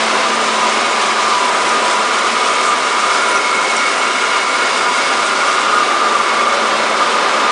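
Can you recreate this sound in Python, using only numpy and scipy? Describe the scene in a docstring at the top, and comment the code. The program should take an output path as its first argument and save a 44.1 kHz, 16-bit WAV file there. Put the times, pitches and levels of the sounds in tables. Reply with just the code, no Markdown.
"""Textile tearing line

A machine tears cloth in a factory hall, heard by a listener walking along it. Pinned drums and
suction fans roar and howl through their steel housings, a fan whines and motors hum.
Fibres hiss as pins comb them apart, and now and then a tougher scrap of cloth rips."""
import sys
import numpy as np
from scipy import signal
from scipy.fft import rfft, irfft, next_fast_len
from scipy.io import wavfile

SR = 44100
rng = np.random.default_rng(int(sys.argv[2]) if len(sys.argv) > 2 else 0)


def generate_wav(sig):
    """Save sig (samples, or channels by samples) to the path in sys.argv[1] as 16-bit PCM at SR."""
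    pcm = np.round(np.clip(np.atleast_2d(sig).T, -1, 1) * 32767).astype(np.int16)
    wavfile.write(sys.argv[1], SR, pcm)


N = 331191
TIME = np.arange(N) / SR
BIN_HZ = np.maximum(np.fft.rfftfreq(2 * next_fast_len(N // 2 + 1), 1 / SR), 1)

# How the walk turns sounds up or down. Each row: time in seconds, then roar, combing and fizz in dB.
WALK_GAINS = [(0.0, 1.7, 1.2, -1.9), (1.4, -0.2, 0.2, -1.8), (1.7, 1.9, 0.5, -0.5), (2.4, -0.6, 1, -0.5),
              (3.1, -0.5, -1.1, -1.7), (3.8, -0.7, -0.5, -1), (4.2, -2, 0, -1.5), (4.7, -0.5, 0.4, -1.5),
              (5.4, -0.5, -0.9, -2), (5.7, -0.0, -0.5, -4), (7.5, 2.0, 0.1, -6)]
# Rushing air, combing pins and the fine fizz of fibres. Each row: frequency in Hz, base level in dB per Hz.
ROAR_SPECTRUM = [(20, -89.5), (50, -91.5), (80, -82), (100, -75.5), (165, -68), (230, -55), (310, -56),
                 (370, -53.5), (560, -49.5), (880, -51), (1250, -48.5), (1550, -53.5), (2200, -63.5),
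                 (5000, -78.5)]
COMBING_SPECTRUM = [(600, -91), (1500, -59), (2100, -55), (2800, -56), (3700, -59), (4300, -61),
                    (5100, -61.5), (7000, -72), (10500, -90)]
FIZZ_SPECTRUM = [(2500, -94.5), (5000, -65), (6500, -63.5), (8000, -66), (9200, -66), (10500, -76)]
# Steel housings ringing all along the line. Each row: pitch in Hz, half-width in Hz, level in dB.
HOUSING_RINGS = [(390.4, 11.3, -34.5), (1020, 69, -26.5), (1710, 90, -37.5), (2020, 67, -37.5),
                 (2274, 64, -35.5), (2770, 130, -39.5), (3630, 310, -35.5), (3950, 100, -41),
                 (7440, 270, -45)]
# Ducts and covers heard only up close. Each row: time when nearest in seconds, seconds to fade
# by half, pitch in Hz, half-width in Hz, level when nearest in dB.
NEARBY_DUCTS = [(.5, .8, 750, 63, -32), (2.55, 0.24, 1296, 20, -26.5), (3.6, .25, 2170, 31, -26.5),
                (4.1, 0.38, 2800, 110, -31), (4.9, 0.39, 4840, 110, -34), (6.3, .3, 1171, 15, -22.5),
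                (6.9, 0.66, 564.7, 40, -28)]
# The main howl of the drums. Each row: time in seconds, pitch in Hz, base level in dB.
MAIN_HOWL = [(0.0, 1213.1, -25), (0.9, 1209.6, -18.5), (1.4, 1202, -20.5), (2.0, 1211, -23),
             (2.6, 1221, -18), (3.2, 1214, -19), (3.3, 1212, -25), (4.1, 1220, -21.5), (5.2, 1199, -22.3),
             (5.8, 1230, -15.4), (6.2, 1193, -19), (6.4, 1192, -17), (6.8, 1195, -25), (7.0, 1220, -20),
             (7.5, 1207.4, -19)]
# Two higher howls that swell together. Each row: time in seconds, base level in dB.
HIGH_HOWL_LEVELS = [(0.0, -27.1), (0.5, -40), (1.2, -33), (1.4, -31), (2.2, -24.5), (2.4, -31),
                    (3.4, -21.5), (3.7, -25), (5.5, -24), (7.5, -31)]
# Air whistling through a gap. Each row: time in seconds, base level in dB.
GAP_WHISTLE_LEVELS = [(0.0, -32), (0.5, -35.8), (0.8, -28.5), (2.0, -35.4), (2.2, -27.5), (3.0, -29),
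                      (3.6, -25), (5.0, -25), (6.0, -37.5), (6.3, -26.5), (7.5, -35)]
# The whine of the fan. Each row: time in seconds, level in dB.
FAN_LEVELS = [(0.0, -34.3), (0.5, -23), (1.1, -27), (1.5, -18.5), (2.3, -30), (3.2, -27), (4.6, -31),
              (4.9, -23.5), (5.2, -37), (7.5, -31)]
# Walking past a motor. Each row: time when nearest in seconds, level there in dB.
NEARBY_MOTORS = [(.1, -33), (7.4, -39)]
# Higher notes in the motor hum. Each row: multiple of the hum's pitch, level in dB.
MOTOR_OVERTONES = [(2, -39), (3, -40.5), (5, -35.5)]
# Steady tones of shafts, belts and bearings. Each row: pitch in Hz, level in dB.
SHAFT_TONES = [(125.2, -65.5), (137.3, -63), (249, -55), (289.4, -56.5), (345.9, -42.5), (516.8, -45),
               (698.5, -44.5), (752.3, -42.5), (1020.1, -36.5), (1611, -40), (1648.6, -46), (2962.2, -50),
               (3892.1, -46), (4600, -51.5), (6499, -52.5)]
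# Scraps ripping. Each row: time of the peak in seconds, seconds to swell (and again to fade),
# pitch in Hz, width in Hz, base level at the peak in dB.
CLOTH_RIPS = [(0.693, .04, 6800, 2000, -29), (.91, .04, 7000, 1500, -32), (1.228, 0.037, 6300, 3000, -28),
              (1.321, 0.054, 4000, 2500, -24.5), (2.683, .053, 7500, 3000, -30),
              (3.30, .10, 9200, 2000, -36), (3.367, 0.028, 5800, 700, -29),
              (3.767, 0.0091, 7620, 2500, -24), (3.784, 0.035, 5670, 702, -28),
              (5.266, .037, 7800, 3000, -32)]


def from_db(db):
    """Turn decibels into a number to multiply a sound by."""
    return 10 ** (np.asarray(db) / 20)


def rms_one(x):
    """Scale a signal so that its average strength (rms) is 1."""
    return x / np.sqrt(np.mean(x ** 2) + 1e-20)


def in_time(rows):
    """Join a table's points with straight lines: one curve for each column after the time."""
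    seconds, *columns = np.transpose(rows)
    return [np.interp(TIME, seconds, column) for column in columns]


def noise_through(gain):
    """Even, white noise with each frequency turned up or down by its gain."""
    white = rng.standard_normal(2 * (len(BIN_HZ) - 1)) * np.sqrt(SR / 2)
    return irfft(rfft(white) * gain)[:N]


def shaped_noise(spectrum):
    """Noise whose lows and highs follow a spectrum table."""
    hz, db = np.transpose(spectrum)
    return noise_through(from_db(np.interp(np.log(BIN_HZ), np.log(hz), db)))


def ringing(hz, half_width):
    """Noise gathered around one pitch; the narrower it is, the more it sounds like a note."""
    return rms_one(noise_through(1 / (1 + ((BIN_HZ - hz) / half_width) ** 2)))


def drift(rate_hz):
    """A smooth random wobble of size about 1; a higher rate makes it quicker."""
    step, warm_up = 20, 4000
    pole = np.exp(-2 * np.pi * step * rate_hz / SR)
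    noise = rng.standard_normal(N // step + warm_up + 2)
    smooth = signal.lfilter([1], [1, -2 * pole, pole * pole], noise)[warm_up:]
    return np.interp(np.arange(N) / step, np.arange(len(smooth)), rms_one(smooth))


def tone(hz, scatter, spread_hz):
    """A pure note blurred by swirling air and the hall; scatter is the blurred share, 0 to 1."""
    phase = 2 * np.pi * (np.cumsum(hz + np.zeros(N)) / SR + rng.random())
    steady = np.sqrt(2 * (1 - scatter)) * np.cos(phase)
    blurred = drift(spread_hz) * np.cos(phase) + drift(spread_hz) * np.sin(phase)
    return steady + np.sqrt(scatter) * blurred


def passing(nearest_s, reach_s):
    """Gain of something we walk past: 1 when nearest, a half reach_s before and after."""
    return 1 / (1 + ((TIME - nearest_s) / reach_s) ** 2)


def air_roar(near_db):
    """Air driven through the ducts roars and keeps the steel housings ringing."""
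    roar = shaped_noise(ROAR_SPECTRUM) * from_db(near_db + 0.15 * drift(12))
    return roar + sum(from_db(db) * ringing(hz, half_width) for hz, half_width, db in HOUSING_RINGS)


def steel_echoes(sound, echo_db, shortest_s, longest_s, sway_s, count=6):
    """Sound bounces off covers and pipes; the paths change as we walk, so its colour shifts."""
    out = sound.copy()
    for delay in np.geomspace(shortest_s, longest_s, count):
        echo = np.interp(TIME - delay - sway_s * drift(0.307), TIME, sound, left=0)
        out += from_db(echo_db) * echo
    return out / np.sqrt(1 + count * from_db(echo_db) ** 2)


def fibre_hiss(combing_db, fizz_db):
    """Pins comb the cloth apart; uneven feeding makes the hiss flutter, snapping threads add grain."""
    feed = drift(4.8)
    combing = shaped_noise(COMBING_SPECTRUM) * from_db(combing_db + 0.72 * feed + 0.5 * drift(40))
    fizz = shaped_noise(FIZZ_SPECTRUM)
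    flutter_db = 0.56 * feed + 0.95 * drift(25)
    grain_db = 1.4 * drift(300)
    return combing + fizz * from_db(fizz_db + flutter_db + grain_db)


def ducts():
    """Single ducts and covers ring, each growing louder and fading as we go by."""
    return sum(from_db(db) * passing(nearest_s, reach_s) * ringing(hz, half_width)
               for nearest_s, reach_s, hz, half_width, db in NEARBY_DUCTS)


def wandering(hz, stray_hz=6):
    """Uneven airflow makes a pitch stray slowly up and down."""
    return hz + stray_hz * drift(0.803)


def howl(hz, core_hz, rough_hz, rough_share, scatter, waver_hz):
    """An air tone: a narrow, wavering core (spread core_hz) in a wider, rough band (rough_hz)."""
    core = tone(hz + waver_hz * drift(4.017), scatter, spread_hz=core_hz)
    rough = tone(hz, scatter=0.92, spread_hz=rough_hz)
    return np.sqrt(1 - rough_share) * core + np.sqrt(rough_share) * rough


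def drums():
    """Spinning drums drag air past the edges of their covers, making three howls and a whistle."""
    main_hz, main_db = in_time(MAIN_HOWL)
    pair_db, = in_time(HIGH_HOWL_LEVELS)
    whistle_db, = in_time(GAP_WHISTLE_LEVELS)
    main = howl(main_hz, core_hz=21, rough_hz=58.5, rough_share=0.47, scatter=0.54, waver_hz=13)
    middle = howl(wandering(1355), core_hz=22, rough_hz=45, rough_share=0.98, scatter=0.79, waver_hz=6.28)
    upper = howl(wandering(1418), core_hz=22.1, rough_hz=45, rough_share=0.45, scatter=0.93,
                 waver_hz=6.01)
    whistle = howl(wandering(2194), core_hz=25, rough_hz=50, rough_share=0.58, scatter=1, waver_hz=6.02)
    throb_db = 0.4 * drift(16)  # the main howl surges as the load on the drums changes
    return (from_db(main_db - 0.7 + throb_db) * main + from_db(pair_db - 1.8) * middle
            + from_db(pair_db - 0.2) * upper + from_db(whistle_db - 0.1) * whistle)


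def fan_whine():
    """A fan at steady speed holds one note, which swells and fades as we walk."""
    level_db, = in_time(FAN_LEVELS)
    return from_db(level_db) * tone(hz=985.1, scatter=0.22, spread_hz=7)


def motor_hum(hz=219.6):
    """Motors hum at one pitch; the low note is loudest nearby, its overtones carry everywhere."""
    nearness = sum(from_db(db) * passing(nearest_s, reach_s=1.34) for nearest_s, db in NEARBY_MOTORS)
    hum = nearness * tone(hz, scatter=0.28, spread_hz=1)
    return hum + sum(from_db(db) * tone(multiple * hz, scatter=0.49, spread_hz=3.7)
                     for multiple, db in MOTOR_OVERTONES)


def shafts():
    """Shafts, belts and bearings turn at steady speeds, so their notes keep their pitch."""
    return sum(from_db(db) * tone(hz, scatter=0.42, spread_hz=1.8) for hz, db in SHAFT_TONES)


def rips(ragged_db):
    """Each tough scrap gives way in a short, ragged burst of hiss that swells and fades."""
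    out = np.zeros(N)
    for peak_s, swell_s, hz, width, db in CLOTH_RIPS:
        swell = np.exp(-2 * ((TIME - peak_s) / swell_s) ** 2)
        out += from_db(db) * swell * ringing(hz, width / 2)
    return out * from_db(ragged_db * drift(120))


def scene():
    """Add up the whole line, the same in the left and right channels."""
    roar_db, combing_db, fizz_db = in_time(WALK_GAINS)
    roar = air_roar(roar_db)
    roar = steel_echoes(roar, echo_db=-19.5, shortest_s=0.009, longest_s=0.045, sway_s=0.001183)
    hiss = fibre_hiss(combing_db, fizz_db)
    hiss = steel_echoes(hiss, echo_db=-18.5, shortest_s=0.002, longest_s=0.009, sway_s=0.000329)
    line = roar + hiss + ducts() + drums() + fan_whine() + motor_hum() + shafts() + rips(ragged_db=3.0)
    return np.stack([line, line])


def record(dry):
    """Round off the tallest peaks and cut away the highest treble."""
    ceiling, cutoff_hz = 0.73, 10060
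    rounded = dry / (1 + (dry / ceiling) ** 6) ** (1 / 6)
    low_pass = signal.ellip(14, 0.1, 80, cutoff_hz, fs=SR, output="sos")
    return signal.sosfilt(low_pass, rounded)


dry = scene()
out = record(dry)
generate_wav(out)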